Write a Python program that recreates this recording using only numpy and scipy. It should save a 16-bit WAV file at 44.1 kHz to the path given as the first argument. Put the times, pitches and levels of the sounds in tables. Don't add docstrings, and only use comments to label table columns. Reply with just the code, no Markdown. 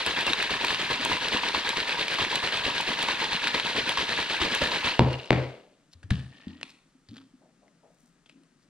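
import sys
import numpy as np
from scipy import signal
from scipy.fft import rfft, irfft
from scipy.io import wavfile

SR = 44100
rng = np.random.default_rng(int(sys.argv[2]) if len(sys.argv) > 2 else 0)


def master(y):
    cut = np.clip(np.atleast_2d(y).T, -1, 1)
    pcm = np.round(cut * 32767)
    wavfile.write(sys.argv[1], SR, pcm.astype(np.int16))


N = 383229
TIME = np.arange(N) / SR
EDGE_HZ = 15800
STOP_S = 4.9


def amp(db):
    return 10 ** (np.asarray(db) / 20)


def unit(x):
    return x / np.sqrt(np.mean(x ** 2) + 1e-20)


def peaked(x):
    return x / abs(x).max()


def read(points, hz):
    f, value = np.transpose(points)
    return np.interp(np.log(hz + 1), np.log(f + 1), value)


def add(mix, s, sound):
    start = round(s * SR)
    sound = sound[max(-start, 0):]
    part = mix[max(start, 0):][:len(sound)]
    part += sound[:len(part)]


def colour(x, shape_db, size=2048):
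    hz = abs(np.fft.fftfreq(size, 1 / SR))
    log_gain = np.log(amp(shape_db(hz)))
    taps = np.fft.ifft(np.exp(np.conj(signal.hilbert(log_gain)))).real
    return signal.oaconvolve(x, taps[:size // 2])[:len(x)]


def decay(t, t60):
    return np.exp(-np.log(1000) * t / t60)


def ring(hz, t60, rise=0.0002, glide=0):
    t = np.arange(0, t60 + rise, 1 / SR)
    sine = np.sin(2 * np.pi * hz * t * (1 + glide * t / t60))
    return sine * np.minimum(t / rise, 1) * decay(t, t60)


def burst(t60, size=8192):
    return rng.standard_normal(size) * decay(TIME[:size], t60)


def clicks(per_s):
    return (rng.random(N) < per_s / SR) * rng.standard_normal(N)


def bell(hz, centre_hz, width_hz):
    return 1 / (1 + (2 * (hz - centre_hz) / width_hz) ** 2)


def resonate(x, hz, width_hz):
    turn = np.exp(2j * np.pi * np.cumsum(hz * np.ones(len(x))) / SR)
    r = np.exp(-np.pi * width_hz / SR)
    return 2 * (turn * signal.lfilter([1 - r], [1, -r], x / turn)).real


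def swell(rise, hold, t60):
    t = TIME[:3 * SR // 2]
    return np.minimum(t / rise, 1) * decay(np.maximum(t - rise - hold, 0), t60)


def swells(rows):
    power = np.zeros(N)
    for s, rise, hold, t60, db in rows:
        add(power, s, (amp(db) * swell(rise, hold, t60)) ** 2)
    return np.sqrt(power)


# turn of the hand t/s, force level/dB
SHAKE_TURNS = [(-.19, 0.5), (0.029, -0.5), (0.241, 1), (.465, -1), (.663, -1.5), (0.874, -2.5), (1.08, 1),
               (1.297, 1.5), (1.516, -2), (1.733, -4), (1.954, -3), (2.166, 2), (2.393, -1), (2.618, 1.5),
               (2.846, -0.5), (3.057, -3), (3.285, -3.5), (3.507, -2.5), (3.731, 1.5), (3.944, -0.5),
               (4.152, -2.5), (4.37, 4.5), (4.582, 4.5), (4.805, 2)]


def each_shake(pattern, jitter_s):
    return [(s + delay + jitter_s * rng.standard_normal(), force_db, *rest)
            for s, force_db in SHAKE_TURNS for delay, *rest in pattern if s + delay < STOP_S]


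# delay t/s, rise t/s, hold t/s, t60/s, spray level/dB, body level/dB, share of the force
END_SURGES = [(0.016, 0.022, 0.024, 0.4, -27.5, -35, 0.91), (0.118, 0.024, 0.046, 0.46, -29.5, -39.5, 0.32)]


def surge_levels(spray_db=-37, body_db=-53, spray_follows=0.31, body_steepness=1.44, body_lift_db=1):
    shaking = np.interp(TIME, [STOP_S, 5.02], [1, 0])
    spray, body = (amp([[spray_db], [body_db]]) * shaking) ** 2
    for s, force_db, rise, hold, t60, splash_db, gulp_db, share in each_shake(END_SURGES, jitter_s=0.006):
        surge = swell(rise, hold, t60)
        add(spray, s, (amp(splash_db + spray_follows * share * force_db) * surge) ** 2)
        add(body, s, (amp(gulp_db + body_lift_db + share * force_db) * surge ** body_steepness) ** 2)
    return np.sqrt([spray, body])


def bubbles(per_s, low_hz, cycles, spread_db, count=32):
    out = np.zeros(N)
    for hz in np.geomspace(low_hz, EDGE_HZ, count):
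        number = int(per_s * N / SR / count * max(1, hz / 3000))
        sizes_db = spread_db * np.minimum(rng.exponential(1, number), 3.5)
        sizes = amp(sizes_db) * rng.choice([-1, 1], number)
        starts = np.bincount(rng.integers(0, N, number), sizes, N)
        grain = ring(hz, cycles / hz, rise=.5 / hz, glide=.06)
        out += np.sqrt(hz) * unit(signal.oaconvolve(starts, grain)[:N])
    return unit(out)


# f/Hz, level/dB
SPRAY_COLOUR = [(100, -34), (450, -6), (800, -7.5), (1250, -4), (2100, 1), (3000, 1.5), (4100, 0.5),
                (4700, -5.5), (5500, -12.5), (7500, -19.5), (9500, -23), (12000, -34.5), (15500, -45.5)]
# f/Hz, width f/Hz, boost level/dB
CUP_AIR = [(500, 38, 2.5), (954, 200, 5), (1691, 220, 3), (2663, 110, 0.5)]


def cup_db(hz):
    return read(SPRAY_COLOUR, hz) + sum(db * bell(hz, f, width) for f, width, db in CUP_AIR)


# f/Hz, level/dB
GULP_COLOUR = [(20, -6), (60, -10), (130, -3.5), (250, 0.5), (500, 0), (750, -6.5), (1300, -28),
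               (4000, -55)]


def slosh(spray_level, body_level, body_db=-1.5, splat_db=-7):
    spray = bubbles(per_s=5000, low_hz=452.6, cycles=30, spread_db=1.5)
    spray = spray + amp(splat_db) * unit(clicks(2500))
    body = bubbles(per_s=900, low_hz=37.0, cycles=3.3, spread_db=3.5)
    gulps = unit(colour(body, lambda hz: read(GULP_COLOUR, hz)))
    return spray_level * unit(colour(spray, cup_db)) + amp(body_db) * body_level * gulps


def hollow(spray_level, low_db=-12, upper_db=-14, sway=0.05, lag_s=0.02):
    shakes_done = np.interp(TIME - lag_s, np.transpose(SHAKE_TURNS)[0], np.arange(len(SHAKE_TURNS)))
    stretch = 1 + sway * np.sin(2 * np.pi * shakes_done)
    out = np.zeros(N)
    for (hz, width, _), db in zip(CUP_AIR[1:], [low_db, upper_db, upper_db]):
        narrow = resonate(clicks(70), hz * stretch, width / 2)
        out += amp(db) * unit(resonate(narrow, hz * stretch, 3 * width))
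    return spray_level * out


# t/s, level/dB, f/Hz, treble level/dB
WHISK_CLACKS = [(0.063, -11.5, 2660, -10), (0.2663, -9.5, 3760, -18.5), (0.3335, -5.5, 3760, -24),
                (0.4261, -9.5, 3880, -17), (0.6477, -9, 2460, -13.5), (0.6831, -10.5, 2170, -38.5),
                (1.05, -11.5, 3160, -7.5), (1.691, -11.5, 3840, -11.5), (2.0817, -12, 2280, -25.5),
                (2.2487, -9, 3500, -30), (2.3563, -9, 3970, -13), (2.5237, -14, 2370, -33),
                (2.8106, -16, 4010, -14), (3.0264, -11.5, 3320, -12.5), (3.472, -8.5, 3560, -24),
                (3.543, -12, 2370, -32.5), (3.8929, -6.5, 3200, -17.5), (4.5493, -10, 2700, -10.5)]
# delay t/s, level/dB, treble level/dB
WHISK_RAPS = [(0.047, -16, -25), (0.08, -16, -31), (0.155, -18, -31), (0.19, -17, -18)]


def whisk(level_db=-3, wire_db=3, ring_db=-2, spread_db=5.0, low_hz=2200, high_hz=4100,
          wall_t60_s=0.013, clack_t60_s=0.008, wire_t60_s=.018):
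    out = np.zeros(N)
    wire_colour = [(2000, -28.0), (6000, -3.5), (9300, -2), (12500, -12.5), (15000, -30)]  # f/Hz, level/dB
    raps = [(s, db + spread_db * rng.uniform(-1, 1), low_hz + (high_hz - low_hz) * rng.random(), treble_db)
            for s, _, db, treble_db in each_shake(WHISK_RAPS, jitter_s=0.008)]
    for s, db, hz, treble_db in WHISK_CLACKS + raps:
        scrape = colour(burst(clack_t60_s), cup_db)
        wire = colour(burst(wire_t60_s), lambda f: read(wire_colour, f))
        add(out, s, amp(db + level_db + ring_db) * ring(hz, wall_t60_s, rise=0.0022))
        add(out, s, amp(db + level_db) * peaked(scrape))
        add(out, s, amp(db + level_db + treble_db + wire_db) * peaked(wire))
    return out


# t/s, level/dB, f/Hz
BIG_POCKETS = [(.301, -28.5, 397), (.908, -21, 935), (0.996, -30, 250), (1.547, -17.5, 920),
               (2.1857, -21.5, 990), (3.086, -20.5, 935), (3.546, -25.5, 456), (3.776, -27.5, 395),
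               (3.973, -18.5, 955), (4.415, -19.5, 1060), (4.421, -26.5, 299), (4.617, -19.5, 530)]
# delay t/s, level/dB, f/Hz
SHAKE_POCKETS = [(0.034, -28, 959), (0.18, -31.5, 958)]


def plops(cycles=13, spread_db=1.5, detune=0.044, slap_db=2, slap_t60_s=0.038):
    out = np.zeros(N)
    small = [(s, db + spread_db * rng.uniform(-1, 1), hz * np.exp(detune * rng.standard_normal()))
             for s, _, db, hz in each_shake(SHAKE_POCKETS, jitter_s=0.008)]
    for s, db, hz in BIG_POCKETS + small:
        add(out, s, amp(db) * peaked(ring(hz, cycles / hz, rise=2.1 / hz, glide=0.21)))
    for s, db, _ in BIG_POCKETS:
        add(out, s, amp(db + slap_db) * peaked(colour(burst(slap_t60_s), cup_db)))
    return out


def jolts(delay_s=0.04, level_db=-40.5, follows=2.1, pitch_hz=65, t60_s=0.07):
    out = np.zeros(N)
    for s, force_db in SHAKE_TURNS:
        thump = ring(pitch_hz * np.exp(0.22 * rng.standard_normal()), t60_s, rise=0.0067)
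        add(out, s + delay_s, amp(level_db + follows * force_db) * peaked(thump))
    return out


# t/s, rise t/s, hold t/s, t60/s, level/dB
FOAM_SWELLS = [(4.85, 0.062, 0.055, 0.38, -38.5), (5.06, 0.051, 0.02, 1, -40),
               (5.31, 0.043, 0.07, 0.52, -47), (6.1, 0.016, 0.01, 0.54, -44.5),
               (6.25, 0.12, 0.15, 0.88, -57.5)]
# f/Hz, level/dB
FIZZ_COLOUR = [(100, -29.5), (500, 2), (1200, 0), (2000, 0.5), (2900, 5.5), (4500, -1), (6000, -13),
               (10000, -25), (15000, -44.5)]
# t/s, f/Hz, ring level/dB
LID_SPACE = [(5.05, 2843, -10.5), (5.17, 2814, -8.5), (5.4, 2830, -19), (6.1, 2846, -16.5),
             (6.11, 1714, -6.5), (6.3, 1776, -3), (6.55, 1874, -4.5)]


def foam(lid_width_hz=110, rest_db=-85):
    pops = bubbles(per_s=1100, low_hz=300, cycles=6.2, spread_db=1.5)
    fizz = unit(colour(pops, lambda hz: read(FIZZ_COLOUR, hz)))
    s, hz, db = np.transpose(LID_SPACE)
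    pitch_hz, ring_db = np.interp(TIME, s, hz), np.interp(TIME, s, db)
    narrow = resonate(fizz, pitch_hz, lid_width_hz)
    lid = unit(resonate(narrow, pitch_hz, 3 * lid_width_hz))
    return np.hypot(swells(FOAM_SWELLS), amp(rest_db)) * (fizz + amp(ring_db) * lid)


def dispersed(x, slowness=0.889, count=5):
    for _ in range(count):
        x = signal.lfilter([-slowness, 1], [1, -slowness], x)
    return x


# t/s, crack level/dB, wall f/Hz, thud level/dB
CUP_KNOCKS = [(4.9932, -1.5, 943, -11.5), (5.306, -1.5, 2155, -17.5), (5.329, -10, 1550, -26)]
# f/Hz, level/dB
CRACK_COLOUR = [(30, -34), (120, -7), (300, 8.5), (500, 10.5), (800, 1.5), (1400, -6.5), (2300, -5),
                (4400, -11.5), (5500, -24), (9000, -34.5), (15000, -54)]


def knocks(contacts, wall_db=9, wall_width=0.2):
    out = np.zeros(N)
    for s, db, wall_hz, _ in CUP_KNOCKS:
        def crack_db(hz):
            return read(CRACK_COLOUR, hz) + wall_db * bell(hz, wall_hz, wall_width * wall_hz)
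        crack = dispersed(peaked(colour(signal.unit_impulse(2048), crack_db)))
        for delay, contact_db in contacts:
            add(out, s + delay, amp(db + contact_db) * crack)
    return out


# f/Hz, level/dB, t60/s
COUNTER_MODES = [(73.4, -7.5, 0.42), (93, -14.5, 0.54), (127.3, -0.5, .55), (138.5, -6, .4), (165, -3, 0.2),
                 (206, -6.5, .2), (236.6, -4, 0.25), (350, -13, 0.36), (437, -14, 0.49), (523, -21, .5)]


def counter(held_s=.21):
    modes = sum(amp(db) * np.pad(ring(hz, t60, rise=.004), (0, SR))[:SR] for hz, db, t60 in COUNTER_MODES)
    smothered = 1 / (1 + (TIME[:SR] / held_s) ** 10)
    return peaked(modes) * smothered


def thuds(cap_s=6.112, cap_db=-23):
    out, boom = np.zeros(N), counter()
    for s, _, _, db in CUP_KNOCKS:
        add(out, s, amp(db) * boom)
    low_boom = signal.sosfilt(signal.butter(2, 170, fs=SR, output="sos"), boom)
    add(out, cap_s, amp(cap_db) * peaked(low_boom))
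    return out


# t/s, level/dB, t60/s, f/Hz
SETTLING_AND_SNAPS = [(5.130, -26.5, .02, 4300), (5.258, -33, .012, 2930), (5.934, -44.5, 0.031, 3960),
                      (6.03, -40, 0.062, 1700), (6.1054, -21, 0.01, 3760), (6.107, -31, 0.012, 10430),
                      (6.108, -18, 0.019, 1650), (6.482, -38, 0.0087, 3500), (6.612, -33.5, 0.014, 1920),
                      (6.63, -22, 0.008, 2645), (6.6309, -20, 0.007, 3900), (7.087, -43, 0.044, 4530),
                      (7.167, -39, 0.03, 4670), (7.18, -40, 0.031, 3390), (7.68, -51.5, 0.018, 2095),
                      (8.26, -46.5, 0.036, 3270), (8.295, -43, 0.025, 2650), (8.435, -51, 0.0072, 9620)]
# f/Hz, level/dB
PLASTIC_COLOUR = [(60, -14.5), (400, 1.5), (1100, -5.5), (1700, -4.5), (2800, -1.5), (4300, -4.5),
                  (5800, -11.5), (9500, -14.5), (15000, -54.5)]


def snaps(boost_db=12, width=0.3):
    close, sent = np.zeros((2, N))
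    for s, db, t60, pitch_hz in SETTLING_AND_SNAPS:
        def shape_db(hz):
            return read(PLASTIC_COLOUR, hz) + boost_db * bell(hz, pitch_hz, width * pitch_hz)
        crunch = amp(db) * peaked(colour(burst(t60), shape_db))
        click = colour(signal.unit_impulse(2048), shape_db)
        add(close, s, crunch)
        add(sent, s, click * np.linalg.norm(crunch) / np.linalg.norm(click))
    return close, sent


# t/s, rise t/s, hold t/s, t60/s, level/dB
NEW_GRIPS = [(6.0, 0.073, 0.03, 2.4, -57), (6.45, 0.046, 0.042, 0.69, -54.5),
             (7.08, 0.045, 0.029, 0.41, -52), (7.34, 0.042, 0.03, 1.5, -66),
             (8.25, 0.093, 0.031, 0.72, -62.5)]
# middle t/s, length t/s, level/dB, f/Hz
SKIN_RUBS = [(5.937, 0.062, -59.5, 4560), (6.676, 0.1, -59.5, 2300), (6.705, 0.068, -59.5, 4230),
             (7.163, 0.25, -61, 3400), (7.186, .16, -62, 1280), (8.022, 0.38, -73.5, 7680),
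             (8.299, 0.11, -69, 2780), (8.625, 0.088, -75, 4650)]


def rubbing(width=0.77, grip_hz=265, grip_width_hz=90, holding_db=-75):
    stirred = resonate(clicks(600), grip_hz, grip_width_hz)
    murmur = unit(resonate(stirred, grip_hz, grip_width_hz))
    out = np.hypot(swells(NEW_GRIPS), amp(holding_db)) * murmur
    for s, length, db, hz in SKIN_RUBS:
        size = int(length * SR)
        slips = rng.standard_normal(size) * (rng.random(size) < 500 / SR)
        rasp = unit(resonate(resonate(slips, hz, width * hz), hz, width * hz))
        add(out, s - length / 2, amp(db) * np.hanning(size) * rasp)
    return out


# t/s, level/dB, f/Hz, t60/s
HAND_BUMPS = [(5.95, -49, 85.6, 0.17), (6.04, -37, 96.6, 0.13), (6.11, -17.5, 85, 0.037),
              (6.114, -19.5, 201, 0.063), (6.468, -45, 86.3, 0.25), (6.47, -28, 227, 0.024),
              (6.949, -52, 261.5, 0.11), (7.09, -45, 109, 0.15), (7.114, -39, 227, 0.09),
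              (7.165, -43.5, 266, 0.26), (7.336, -46.5, 261.6, .1), (8.03, -59, 239, 0.19),
              (8.355, -49.5, 273, 0.18)]


def bumps():
    out = np.zeros(N)
    for s, db, hz, t60 in HAND_BUMPS:
        add(out, s, amp(db) * peaked(ring(hz, t60, rise=0.006)))
    return out


# t/s, level/dB
FAR_HOOTS = [(7.405, -55.5), (7.615, -53.5), (7.825, -52)]


def hoots(centre_hz=630, width_hz=170, t60_s=0.43, rise_s=0.017):
    out = np.zeros(N)
    for s, db in FAR_HOOTS:
        puff = burst(t60_s, size=16384)
        puff = puff * np.minimum(TIME[:len(puff)] / rise_s, 1)
        hoot = colour(puff, lambda hz: -20 * np.log10(1 + ((hz - centre_hz) / width_hz) ** 2))
        add(out, s, amp(db) * peaked(hoot))
    return out


# f/Hz, level/dB
STILL_COLOUR = [(15, -31.5), (25, -1), (88, -20.5), (158, 2), (264, -7), (515, -15), (903, -19),
                (1310, -15.5), (2930, -23.5), (7480, -24.5), (9020, -26.5), (12400, -42), (13500, -53),
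                (15000, -57.5)]


def still_room(level_db=-67):
    hiss = colour(rng.standard_normal(N), lambda hz: read(STILL_COLOUR, hz), size=8192)
    return amp(level_db) * unit(hiss)


# f/Hz, t60/s
ROOM_DECAY = [(80, 0.38), (250, 0.42), (600, 0.65), (1500, .5), (4000, 0.53), (10000, 0.91)]
# f/Hz, level/dB
ROOM_TONE = [(40, -10.5), (130, 4), (500, -2), (1500, -2), (4000, -5.5), (12000, -4)]


def room(x, gap_s=0.0066):
    taps = rng.standard_normal(SR) * (rng.random(SR) < 4000 / SR) * (TIME[:SR] > gap_s)
    hz, t, z = signal.stft(taps, SR, nperseg=256)
    fading = z * decay(t, read(ROOM_DECAY, hz)[:, None])
    tail = signal.istft(fading, SR, nperseg=256)[1]
    return signal.oaconvolve(x, colour(tail / np.linalg.norm(tail), lambda f: read(ROOM_TONE, f)))[:N]


# f/Hz, correlation
PORT_LIKENESS = [(30, .88), (130, .94), (300, .96), (640, .93), (1400, .87), (3100, .82), (6800, .58),
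                 (15000, .45)]
# f/Hz, phase/rad
PORT_LEAD = [(20, -0.5), (500, 0.5), (1100, -1), (1460, 1), (1900, -1), (4600, -0.97), (7200, -2),
             (15000, -2.5)]
# f/Hz, level/dB
PORT_TILT = [(60, 0), (500, -1.5), (1000, -1.1), (1250, -2.5), (1700, -0.3), (3500, -0.8), (5500, 0.5),
             (9000, 0), (12000, -7.5)]


def ports(direct, first, second, size=2 ** 19):
    hz = np.fft.rfftfreq(size, 1 / SR)
    same = read(PORT_LIKENESS, hz)
    shared = rfft(direct, size) + np.sqrt((1 + same) / 2) * rfft(first, size)
    apart = np.sqrt((1 - same) / 2) * rfft(second, size)
    lean = amp(read(PORT_TILT, hz) / 2) * np.exp(.5j * read(PORT_LEAD, hz))
    return irfft([(shared + apart) * lean, (shared - apart) / lean], size)[:, :N]


# t/s, left minus right level/dB
CUP_PLACE = [(0, 1.5), (4.9, 1.5), (5.3, 3.5), (7.2, 2.4), (7.6, 4.5)]


def scene(knock_room_db=3, rattle_room_db=-6, snap_room_db=-5, bump_room_db=-6):
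    levels = surge_levels()
    rattle = whisk() + plops() + jolts() + hollow(levels[0])
    hand = bumps()
    snap, snap_sent = snaps()
    landing = knocks([(0, 3.5), (.0011, -8.5)])
    sent = amp(rattle_room_db) * rattle + amp(snap_room_db) * snap_sent + amp(bump_room_db) * hand
    sent = sent + knocks([(0.0046, knock_room_db)])
    diffuse = [slosh(*levels) + foam() + hoots() + room(sent) + still_room() for _ in range(2)]
    direct = rattle + landing + snap + hand + thuds() + rubbing()
    side_db = np.interp(TIME, *np.transpose(CUP_PLACE)) / 2
    return amp([side_db, -side_db]) * ports(direct, *diffuse)


def record(dry, ceiling=0.81):
    rounded = dry / (1 + (dry / ceiling) ** 8) ** (1 / 8)
    low_pass = signal.firwin(511, EDGE_HZ, window=("kaiser", 9), fs=SR)
    return signal.oaconvolve(rounded, low_pass[None], "same")


dry = scene()
out = record(dry)
master(out)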